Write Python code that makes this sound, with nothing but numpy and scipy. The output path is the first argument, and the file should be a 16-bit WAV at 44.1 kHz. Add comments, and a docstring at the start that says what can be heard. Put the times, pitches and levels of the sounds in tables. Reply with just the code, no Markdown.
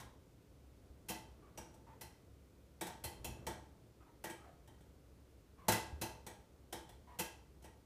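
"""Plastic flaps clack as wind blows them open and they drop shut in the duct of an idle ceiling fan. Each hit
rings the flaps and the fan housing, and echoes in a small hard room. Now and then a flap bounces, or its dry
hinge gives a faint squeak. The air in the duct thuds at gusts and at a hard slam, and gusts rumble there over a
quiet hiss and a faint building hum."""
import sys
import numpy as np
from scipy import signal
from scipy.fft import rfft, irfft, dct
from scipy.io import wavfile
from scipy.ndimage import uniform_filter1d

SR = 44100
rng = np.random.default_rng(int(sys.argv[2]) if len(sys.argv) > 2 else 0)


def int16_out(signal):
    """Quantize to a 16-bit WAV file."""
    q = np.round(np.clip(np.atleast_2d(signal).T, -1, 1) * 32767)
    wavfile.write(sys.argv[1], SR, q.astype(np.int16))


N = 346185


def gain_of(db):
    """Turns decibels into a number to multiply by."""
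    return 10 ** (np.asarray(db) / 20)


def unit_level(x):
    """Scales a signal to an average power of 1."""
    return x / np.sqrt(np.mean(x ** 2) + 1e-20)


def curve_at(points, hz):
    """Reads a curve through (pitch_hz, value) points, with octaves evenly spaced."""
    point_hz, value = np.transpose(points)
    return np.interp(np.log(hz + 1), np.log(point_hz + 1), value)


def add(mix, start_s, sound):
    """Mixes a sound in at its start time."""
    part = mix[max(round(start_s * SR), 0):][:len(sound)]
    part += sound[:len(part)]


def noise(colour):
    """Steady noise of power 1, shaped by (pitch_hz, level_db) points."""
    shape = gain_of(curve_at(colour, np.fft.rfftfreq(N, 1 / SR)))
    return unit_level(irfft(rfft(rng.standard_normal(N)) * shape, N))


def hiss_and_hum(hiss_db=-77.5, hum_db=-78, hum_hz=280):
    """A steady hiss and the building's faint one-note hum."""
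    # tone of the hiss: pitch_hz, relative_db
    hiss_colour = [(100, 7), (1000, -27), (2000, 3), (4000, 1), (8000, -2), (13000, -4.5), (15500, -5.5)]
    hum = gain_of(hum_db) * np.sin(2 * np.pi * hum_hz * np.arange(N) / SR)
    return hum + gain_of(hiss_db) * noise(hiss_colour)


def wind(calm_rumble_db=-63, calm_buffet_db=-75.5):
    """Wind rumbles and buffets in the duct; in a gust the buffeting grows faster."""
    # gusts that swell and die away: peak_s, rise_db, half_length_s
    gusts = [(0.0, 4.5, .15), (1.447, 3, 0.54), (3.347, 8, 0.3), (4.8, 1, .25), (5.96, 6, 0.28),
             (6.82, 2.5, 0.13)]
    # tone of the rumble: pitch_hz, relative_db
    rumble_colour = [(20, -24), (40, -9), (55, -2), (68, 6.5), (85, -8.5), (108, -2), (150, -9), (220, -13),
                     (290, -11.5), (500, -14.5), (800, -24.5), (1500, -29), (4000, -56.5)]
    buffet_colour = [(40, -15.5), (110, -1.5), (230, 0.5), (450, -10), (1500, -45.0)]
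    t = np.arange(N) / SR
    gust_db = sum(rise_db * np.exp(-((t - peak_s) / half_s) ** 2) for peak_s, rise_db, half_s in gusts)
    rumble = gain_of(calm_rumble_db + gust_db) * noise(rumble_colour)
    buffet = gain_of(calm_buffet_db + 1.5 * gust_db) * noise(buffet_colour)
    return rumble + buffet


def thuds(rise_s=0.004, fade_s=0.32):
    """A gust's jump in pressure, or a hard slam of a flap, sets the air in the duct swinging."""
    # thumps of air: start_s, level_db, pitch_hz
    thumps = [(.9, -50, 65), (3.055, -45, 78), (3.196, -43.5, 64), (3.249, -43.5, 68.2),
              (3.284, -44.5, 120), (3.31, -44, 70.3), (5.683, -33, 106.6), (5.926, -38.5, 74)]
    out, t = np.zeros(N), np.arange(SR // 2) / SR
    swing = gain_of(-60 * t / fade_s) * (1 - np.exp(-t / rise_s))
    for start_s, level_db, pitch_hz in thumps:
        add(out, start_s, -gain_of(level_db) * swing * np.sin(2 * np.pi * pitch_hz * t))
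    return out


def hinge_squeaks(gain_db=-1.5, overtone_db=-14, rub_db=-7, fall_hz_per_s=723, echo_s=0.51):
    """A dry hinge scrapes out a short, falling note as the flap swings; the room smears it."""
    # squeaks: start_s, length_s, relative_db, pitch_hz
    squeaks = [(0.0, 0.036, -58, 1015), (1.419, 0.084, -68, 1161), (1.863, 0.079, -61, 975),
               (4.003, 0.035, -65.5, 1307), (4.062, 0.043, -67.5, 908), (4.374, 0.09, -66.5, 1262),
               (4.437, 0.066, -61, 723), (5.575, 0.11, -62.5, 1118), (7.068, 0.1, -60, 1012)]
    out, tail_t = np.zeros(N), np.arange(SR // 2) / SR
    rubbing = noise([(300, 2), (700, 7.0), (1400, -1), (2400, -7.0), (5000, -18), (12000, -23)])
    for start_s, length_s, relative_db, pitch_hz in squeaks:
        n = int(length_s * SR)
        falling_hz = pitch_hz - fall_hz_per_s * np.arange(n) / SR
        # the hinge sticks and slips, so the pitch wavers
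        waver = 0.08 * unit_level(uniform_filter1d(rng.standard_normal(SR), size=100))[:n]
        phase = 2 * np.pi * np.cumsum(falling_hz * (1 + waver)) / SR
        rub = gain_of(rub_db) * rubbing[int(start_s * SR):][:n]
        note = np.sin(phase) + gain_of(overtone_db) * np.sin(2 * phase) + rub
        tail = rng.standard_normal(len(tail_t)) * gain_of(-60 * tail_t / echo_s)
        tail[0] = np.linalg.norm(tail)  # the direct sound is as strong as its echo
        heard = signal.fftconvolve(note * signal.windows.tukey(n, 0.2), tail)
        add(out, start_s, gain_of(relative_db + gain_db) * heard * np.sqrt(n) / np.linalg.norm(heard))
    return out


def scatter(size=32768):
    """Tightly packed random reflections of even power."""
    return dct(rng.choice([-1., 1.], (size // 1024, 1024)), norm="ortho").ravel()


def room_echoes(pattern, chatter_s, early_s=0.014):
    """The walls return a hit as early echoes, then a tail that fades at its own pace in each band."""
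    # the room's bands: pitch_hz, fade_s (time to fall 60 dB), build_up_s, early_db
    room = [(103, 0.19, 0.0083, -28), (387, 0.45, 0.004, 5.5), (990, 0.49, 0.0026, 1.5),
            (1840, 0.43, 0.00023, -5), (4770, 0.44, 0.00039, 2.5), (8700, 0.35, 0.00044, 3.5),
            (15000, 0.2, 0.00072, -1.5)]
    t, hz = np.arange(len(pattern)) / SR, np.fft.rfftfreq(len(pattern), 1 / SR)
    spectrum, out = rfft(pattern), np.zeros(len(t))
    for (_, fade_s, build_up_s, early_db), weights in zip(room, np.eye(len(room))):
        band_shape = [(row[0], weight) for row, weight in zip(room, weights)]
        band = irfft(spectrum * curve_at(band_shape, hz))
        early = gain_of(early_db) * np.exp(-(t / (early_s + chatter_s)) ** 2)
        tail = gain_of(-60 * t / fade_s)
        out += band * np.hypot(early, tail) * (1 - np.exp(-t / build_up_s))
    return out * np.clip(t / max(chatter_s, 1e-4), 0, 1) ** 0.5  # swells while the flap settles


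def ring(colour, touch, notes, size=8192):
    """A struck body rings at its own notes, over a broad tone tilted by how it is hit."""
    hz = abs(np.fft.fftfreq(size, 1 / SR))
    peaks_db = sum(db / (1 + (2 * (hz - pitch) / width) ** 2) for pitch, width, db in notes)
    gain = gain_of(curve_at(colour, hz) + curve_at(touch, hz) + peaks_db)
    spectrum = np.exp(np.conj(signal.hilbert(np.log(gain))))  # nothing sounds before the hit
    return np.fft.ifft(spectrum).real[:size // 2]


def clacks(hits, colour, flap_notes, gain_db, lead_s, base_ring, rattle_db):
    """Each hit rings flap and housing. body_db is high when the housing takes the blow,
    bright_db when the flap's rim lands first."""
    # ringing notes of the duct and fan housing: pitch_hz, width_hz, boost_db
    housing_notes = [(113.5, 57, 12.5), (182, 38, 11.5), (225, 23, 12.5), (324.6, 18, 12.5),
                     (347, 35, 13.5), (417, 20, 7), (492.4, 41, 10.5), (630, 45, 8), (730, 36, 8),
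                     (811, 10, 10), (885.8, 80, 14.5), (968, 24, 3.5), (1044, 15, 5.5), (1533, 25, 7.5),
                     (1632, 20, 12.5), (3130, 40, 5)]
    out, shared_paths = np.zeros(N), scatter()
    alike = 0.45  # hits on the same spot share some paths through the room
    for start_s, force_db, body_db, bright_db, chatter_s in hits:
        hollow_db = rattle_db + 0.06 * (force_db + 29)  # harder hits rattle the hollow housing more
        touch = [(900, body_db), (1400, hollow_db), (2400, 0.69 * bright_db),
                 (4000, 0), (10000, 1.02 * bright_db)]
        ring_scale = base_ring + 0.0632 * bright_db  # landing on the rim rings; landing flat is duller
        # a loose flap never lands the same way twice, so its notes shift a little
        shifts = rng.standard_normal((len(flap_notes), 2))
        notes = [(hz * (1 + 0.003 * pitch_shift), width, ring_scale * boost + 3.5 * level_shift)
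                 for (hz, width, boost), (pitch_shift, level_shift) in zip(flap_notes, shifts)]
        body = ring(colour, touch, housing_notes + notes)
        pattern = alike * shared_paths + np.sqrt(1 - alike ** 2) * scatter()
        clack = signal.fftconvolve(room_echoes(pattern, chatter_s), body)
        add(out, start_s - lead_s, gain_of(force_db + gain_db) * clack)
    return out


def flaps_open():
    """Wind throws the flaps against their open stop."""
    # hits on the stop: start_s, force_db, body_db, bright_db, chatter_s
    hits = [(1.0855, -36.5, -4, 3.5, 0.0087), (1.092, -36, 0.5, -6.5, 0.0094),
            (1.0979, -34.5, 1.5, -2, .0036), (2.0105, -41, -0.5, 1, 0.0052),
            (3.039, -35.5, 2.5, 3.5, .0056), (3.2445, -39, 4.5, 4, 0.0041), (5.6831, -16, 0, -6, 0.0043),
            (5.7194, -22.5, -7, -3, 0.0046), (6.0138, -29.5, 3, -1.5, 0.0077),
            (7.1884, -28, -.5, -0.2, 0.012)]
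    # broad tone of a hit: pitch_hz, relative_db
    colour = [(30, 2), (80, 5.5), (300, -3), (550, 0), (860, 1), (1200, -5), (1750, -5.5), (3000, -5.5),
              (6000, -9.5), (10000, 0), (15000, -2.5)]
    # notes of an open flap: pitch_hz, width_hz, boost_db (scaled for each hit)
    notes = [(1996, 155, 11), (2640, 260, 10), (3122, 170, 6), (3380, 200, 5), (3985, 72, 6),
             (4177, 160, 10), (4520, 107, 4), (4841, 160, 5), (5340, 190, 7), (5743, 267, 8),
             (6242, 244, 7), (6918, 209, 6), (7631, 190, 6), (12725, 147, 5)]
    return clacks(hits, colour, notes, gain_db=-10, lead_s=0.00091, base_ring=1.2, rattle_db=3.5)


def flaps_shut():
    """The flaps drop onto their seat and sometimes bounce."""
    # landings and bounces: start_s, force_db, body_db, bright_db, chatter_s
    hits = [(0.0014, -39.5, -4, -3, 0.00085), (1.576, -37, 0, -1.2, .003),
            (1.7413, -53.5, 2.5, -2.5, .0026), (2.8115, -30.5, 0, 1, 0.0023), (2.8682, -34.5, 1, -2, .0013),
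            (3.468, -29.5, 1, -2, 0.0013), (4.2408, -31.5, -1.5, -0.3, .0024),
            (4.2986, -40.5, 1, 1.4, 0.004), (4.676, -51, -0.5, -2.5, .0018), (4.807, -59, 1, 0, .003),
            (6.2664, -38.5, 2, 1.1, 0.0019), (6.7268, -32, -0.9, -0.2, 0.0027), (6.892, -49, 1.5, 0, .0028),
            (7.6226, -55.5, -1.5, 2, 0.0056), (7.6409, -46, 2, -1.5, 0.0082)]
    # broad tone of a landing: pitch_hz, relative_db
    colour = [(30, -12), (80, 2.5), (300, -2.5), (550, 0.5), (860, 0.5), (1200, -7.5), (1750, -9.5),
              (3000, -11.5), (6000, -11), (10000, -7), (15000, -10)]
    # notes of a shut flap: pitch_hz, width_hz, boost_db (scaled for each hit)
    notes = [(1907, 219, 13), (2311, 210, 12), (2578, 135, 6), (2788, 119, 8), (3101, 230, 12),
             (3442, 300, 10), (3822, 130, 8), (4151, 208, 6), (5247, 77, 8), (5780, 432, 8), (6476, 140, 5),
             (7971, 240, 7), (8466, 557, 4)]
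    return clacks(hits, colour, notes, gain_db=-9, lead_s=0.0015, base_ring=0.84, rattle_db=6)


def scene():
    """Flaps, hinges and the air in the duct, mixed into one channel."""
    return (flaps_open() + flaps_shut() + hinge_squeaks() + thuds() + wind() + hiss_and_hum())[None]


def record(dry):
    """Cuts away the very highest treble."""
    cutoff_hz = 15400
    low_pass = signal.firwin(511, cutoff_hz, window=("kaiser", 8), fs=SR)
    return signal.oaconvolve(dry, low_pass[None], "same")


dry = scene()
out = record(dry)
int16_out(out)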